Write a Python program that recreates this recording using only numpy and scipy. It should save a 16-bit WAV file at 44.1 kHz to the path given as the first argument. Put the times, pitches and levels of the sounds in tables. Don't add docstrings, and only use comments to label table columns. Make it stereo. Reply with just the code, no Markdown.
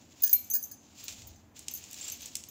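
import sys
import numpy as np
from scipy import signal
from scipy.fft import rfft, irfft
from scipy.io import wavfile

SR = 44100
rng = np.random.default_rng(int(sys.argv[2]) if len(sys.argv) > 2 else 0)


def master_out(mix):
    frames = np.transpose(np.atleast_2d(mix))
    ceiling = np.clip(frames, -1, 1)
    pcm = np.round(ceiling * 32767).astype(np.int16)
    wavfile.write(sys.argv[1], SR, pcm)


N = 110250

THIN_HZ = [1689, 4230, 4831, 5150, 6240, 6545, 6760, 9206, 10020, 11890, 13480, 14750, 14826, 15396]
MIDDLE_HZ = [6340, 6222, 6741, 10010, 11880, 12350, 13430, 14610, 15340]
THICK_HZ = [2196, 2326, 3128, 4199, 6126, 6741, 9814, 11864, 12331, 13420, 14620, 15380]
# level_db, t60_s (each knock scales both)
THIN_RING = [(-26.5, 0.14), (-29.5, .12), (-19.5, .15), (-25, 0.13), (-14.5, 0.27), (-9, 0.047),
             (-30, 0.13), (-20.5, 0.17), (-26, 0.21), (-13.5, 0.084), (-21.5, .09), (2, 0.064),
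             (-3.5, 0.057), (1.5, 0.1)]
MIDDLE_RING = [(-21, 0.058), (-15.5, 0.11), (-19, 0.083), (-15.5, 0.12), (0.5, 0.074), (-8, 0.18),
               (-25, .1), (-2, 0.19), (-12.5, 0.091)]
THICK_RING = [(-31, 0.22), (-37.5, 0.68), (-49.5, .2), (-25, 0.28), (-11.5, 0.06), (-25.5, 0.37),
              (-15, .11), (-1, .085), (4.5, 0.12), (-15.5, .085), (-8.5, 0.19), (-23, .1)]
LOOSENESS_DB = {"thin": 3, "middle": 1, "thick": -6.5}
# frequency_hz, level_db
CHATTER_SPECTRUM = [(1000, -24.5), (3600, -28.5), (5000, 3), (5700, -15.5), (6600, 13), (8500, -7.5),
                    (11000, -7), (14000, -5), (15500, -19)]

def clink(kind, level_db, low_db, high_db, ring_scale):
    partials = {"thin": (THIN_HZ, THIN_RING), "middle": (MIDDLE_HZ, MIDDLE_RING),
                "thick": (THICK_HZ, THICK_RING)}[kind]
    mistune, neighbour_gain, contact_s = .004, 0.32, 0.00049
    chatter_db, chatter_s, contacts_per_s, rebound_db = -14, .013, 1200, -15.5
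    t = np.arange(SR // 2) / SR
    ring = np.zeros(len(t))
    for hz, (mode_db, t60) in zip(*partials):
        cycles = hz * t + rng.random()
        apart_hz = mistune * hz * rng.standard_normal(2)
        left, right = (np.cos(2 * np.pi * (cycles + offset * t)) for offset in apart_hz)
        stack = np.sqrt(2) * (np.sin(2 * np.pi * cycles) + neighbour_gain * (left - right))
        tone_db = low_db if hz < 8000 else high_db if hz > 14000 else 0
        ring += stack * amp(level_db + mode_db + tone_db) * decay(t, t60 * ring_scale)
    ring *= 1 - np.exp(-t / contact_s)
    contacts = impulses(len(t), contacts_per_s)
    settling = amp(LOOSENESS_DB[kind]) * np.exp(-t / chatter_s)
    rebounds = band(signal.fftconvolve(contacts * settling, ring)[:len(t)], 3950, 18000)
    chatter = amp(level_db + chatter_db) * settling * colour(contacts, CHATTER_SPECTRUM)
    return ring + amp(rebound_db) * rebounds + chatter

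# start_s, kind, level_db, low_partials_db, high_partials_db, ring_scale
BANGLE_KNOCKS = [(0.2212, "thin", -33.5, -14, -1, .8), (0.232, "thin", -26, -5, 0, 1.22),
                 (0.237, "thin", -24.5, 0.5, 3.5, 0.79), (0.2672, "thin", -36, 8.5, -2, 1.07),
                 (0.2945, "thin", -37, 12.5, 8, 0.39), (0.3117, "thin", -36.5, -12, 3, .4),
                 (0.329, "thick", -21.5, 2, 10.5, 0.91), (.441, "middle", -55, 15.5, 7, 0.61),
                 (0.5001, "middle", -32.5, 4.5, -9, 1.3), (.5105, "middle", -43, 23, 7, 1.4),
                 (0.5376, "thin", -22, -12, -5.5, 1.6), (0.5525, "thin", -27, 0, 0, 0.64),
                 (0.5611, "thin", -29, -14, 3, 0.53), (.6268, "middle", -34.5, 9, -4, 0.62),
                 (0.6384, "middle", -39.5, 24.5, 0, 0.25), (0.7142, "thin", -35, -3.5, -9, 0.73),
                 (1.0407, "thin", -40.5, -5, 0, 0.23), (1.2717, "thin", -41.5, -8, 0.5, 0.36),
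                 (1.360, "thin", -59.5, 11.5, -11, 0.41), (1.711, "middle", -47.5, 14, 3.5, 0.72),
                 (1.738, "middle", -30, -21, -4, 0.25), (1.7502, "middle", -36, 11, 1, 0.54),
                 (1.7725, "thin", -36, -7, -15, 0.62), (2.1197, "middle", -40, 17, -4, 0.54),
                 (2.218, "middle", -53, 19.5, 0, 0.68), (2.4868, "middle", -43.5, 14, -8, 0.31)]

def bangles():
    out = np.zeros(N)
    for start_s, *knock in BANGLE_KNOCKS:
        add(out, start_s, clink(*knock))
    return out

# start_s, unused_peak_db, body_db, edge_db, treble_db
STRAND_SNAPS = [(0.2369, -16, -43.5, -38, -51), (0.2775, -19, -45.5, -34.5, -27.5),
                (0.3308, -30, -49, -32, -32), (0.5019, -19, -56.5, -39, -32),
                (1.0814, -28, -38.5, -37, -41), (1.2196, -32, -52.5, -54, -67),
                (1.5915, -35, -57, -42.5, -42), (1.6824, -42, -36, -31, -38.5),
                (1.839, -45, -52, -43.5, -59), (1.9111, -30, -58, -49, -42), (1.93, -33, -51, -41, -38),
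                (1.942, -38, -50.5, -41.5, -49), (1.9858, -31, -49.5, -48, -79),
                (2.027, -28, -46, -49, -60), (2.0808, -24, -57, -35.5, -39.5),
                (2.099, -17, -54, -34.5, -38), (2.2071, -16, -50, -47.5, -49), (2.2577, -23, -52, -37, -40),
                (2.3535, -22, -38, -29, -31.5), (2.3674, -27, -54, -40, -40.5),
                (2.4379, -35, -51, -43.5, -49)]
# low_hz, high_hz, trim_db
SNAP_BANDS = [(2270, 8300, 1), (5570, 8090, -2.5), (9460, 18000, -7)]

def snaps():
    crack_s, delay_s, crumb_db, crumb_s = 0.0018, 0.00042, -22, 0.035
    out, t = np.zeros(N), np.arange(SR // 10) / SR
    envelope = np.exp(-t / crack_s) + amp(crumb_db) * np.exp(-t / crumb_s)
    for start_s, _, *levels in STRAND_SNAPS:
        for (low_hz, high_hz, trim_db), level_db in zip(SNAP_BANDS, levels):
            burst = band(rng.standard_normal(len(t)) * envelope, low_hz, high_hz)
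            burst /= burst[:SR // 200].std()
            add(out, start_s + delay_s, amp(level_db + trim_db) * burst)
    return out

# time_s, level_db
STIRRING = [(0, -62.5), (.14, -59), (.21, -53), (.3, -50.5), (.45, -58.5), (.8, -68.5), (.93, -60),
            (1.0, -48.5), (1.075, -47.5), (1.09, -36), (1.15, -51.5), (1.25, -54), (1.38, -65),
            (1.53, -84.5), (1.565, -51), (1.61, -48.5), (1.66, -59), (1.71, -46), (1.8, -51.5),
            (1.9, -50.5), (2.05, -44), (2.17, -49.5), (2.26, -47.5), (2.32, -55), (2.39, -53), (2.5, -57)]
# frequency_hz, level_db
RUSTLE_SPECTRUM = [(200, -25), (500, -10.5), (850, -13.5), (1450, -15), (2000, -10), (2600, -3),
                   (4500, -3.5), (5900, -2.5), (7000, 0.5), (8300, -11), (9800, -18), (13000, -15.5),
                   (15000, -11), (16000, -2.5)]

def rustle():
    fractures_per_s, rub_gain, scrape_db = 3500, 0.69, -11.5
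    clump_s, clump_db = 0.011, 2.14
    fizz_hz, full_treble_db, fizz_db_per_db = 8000, -50, 0.34
    fractures = unit(impulses(N, fractures_per_s))
    clumps = unit(signal.lfilter([1], [1, -np.exp(-1 / (clump_s * SR))], rng.standard_normal(N)))
    rubbing = rub_gain * rng.standard_normal(N)
    strands = colour((fractures + rubbing) * amp(clump_db * clumps), RUSTLE_SPECTRUM)
    steel = amp(scrape_db) * unit(signal.fftconvolve(strands, plate_ring())[:N])
    fizz = irfft(rfft(strands) * (np.fft.rfftfreq(N, 1 / SR) > fizz_hz), N)
    stir_db = curve(STIRRING)
    fizz_gain = amp(fizz_db_per_db * np.minimum(stir_db - full_treble_db, 0))
    return amp(stir_db) * (steel + strands - fizz + fizz_gain * fizz)

# pitch_hz, level_db, t60_s
PLATE_MODES = [(5571, -17, .12), (6755, -14, .12), (6920, -13, .1), (7175, -12, .1), (7388, 0, .08),
               (7926, -14, .11), (8430, -19, .1), (9450, -26, .09)]

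def plate_ring():
    t = np.arange(SR // 2) / SR
    return sum(amp(db) * decay(t, t60) * np.sin(2 * np.pi * hz * t) for hz, db, t60 in PLATE_MODES)

# start_s, level_db
PLATE_TAPS = [(2.012, -35), (2.043, -35.5), (2.081, -35)]
# time_s, level_db
RUMBLE_LEVEL = [(0, -85), (.95, -76), (1.08, -62), (1.16, -60), (1.21, -53), (1.32, -54), (1.4, -64),
                (1.55, -74), (2.5, -80)]
# frequency_hz, level_db
RUMBLE_SPECTRUM = [(25, -23), (58, -10), (78, 1), (105, -6.5), (160, -21), (300, -33), (800, -27),
                   (2000, -73)]

def plate():
    pings = np.zeros(N)
    for start_s, level_db in PLATE_TAPS:
        add(pings, start_s, amp(level_db) * plate_ring())
    rumble = amp(curve(RUMBLE_LEVEL)) * colour(rng.standard_normal(N), RUMBLE_SPECTRUM)
    return pings + rumble

# frequency_hz, t60_s
KITCHEN_DECAY = [(300, 0.56), (3000, 0.337), (7000, 0.96), (12000, 0.36), (16000, 0.15)]

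def kitchen(x, first_reflection_s=0.0055):
    reflections = rng.standard_normal(SR // 2) * (np.arange(SR // 2) / SR > first_reflection_s)
    hz, t, spectra = signal.stft(reflections, SR, nperseg=256)
    spectra = spectra * decay(t, read(KITCHEN_DECAY, hz)[:, None])
    _, tail = signal.istft(spectra, SR, nperseg=256)
    return signal.fftconvolve(x, tail / np.linalg.norm(tail))[:N]

# frequency_hz, level_db
ROOM_TONE_SPECTRUM = [(20, -25), (45, -16), (80, 3.5), (120, -1), (160, -4.5), (240, 2.5), (320, -2.5),
                      (400, -11.5), (700, -10.5), (1200, -17.5), (3000, -24.5), (6500, -37), (9000, -41),
                      (16000, -29.5)]

def room_tone(level_db=-60):
    return amp(level_db) * colour(rng.standard_normal(N), ROOM_TONE_SPECTRUM)

def amp(db):
    return 10 ** (np.asarray(db) / 20)

def unit(x):
    return x / np.sqrt(np.mean(x ** 2) + 1e-20)

def decay(t, t60):
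    return np.exp(-np.log(1000) * t / t60)

def impulses(length, per_s):
    return rng.choice([-1, 1], length) * (rng.random(length) < per_s / SR)

def read(points, hz):
    table_hz, value = np.transpose(points)
    return np.interp(np.log(hz + 1), np.log(table_hz + 1), value)

def curve(points):
    return np.interp(np.arange(N) / SR, *np.transpose(points))

def colour(x, points):
    gain = amp(read(points, np.fft.rfftfreq(len(x), 1 / SR)))
    return unit(irfft(rfft(x) * gain, len(x)))

def band(x, low_hz, high_hz):
    return signal.sosfilt(signal.butter(4, [low_hz, high_hz], "band", fs=SR, output="sos"), x)

def add(mix, start_s, sound):
    part = mix[round(start_s * SR):][:len(sound)]
    part += sound[:len(part)]

def scene():
    glass_send_db, noodle_send_db, width_db = -17.5, -16, -46.5
    glass, noodles = bangles(), snaps() + rustle()
    to_room = amp(glass_send_db) * glass + amp(noodle_send_db) * noodles
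    mid = glass + noodles + plate() + kitchen(to_room) + room_tone()
    side = amp(width_db) * (kitchen(to_room) + room_tone() / 2)
    return np.array([mid + side, mid - side])

def record(dry, cutoff_hz=15650):
    low_pass = signal.firwin(255, cutoff_hz, window=("kaiser", 8), fs=SR)
    return signal.oaconvolve(dry, low_pass[None], "same")

dry = scene()
out = record(dry)
master_out(out)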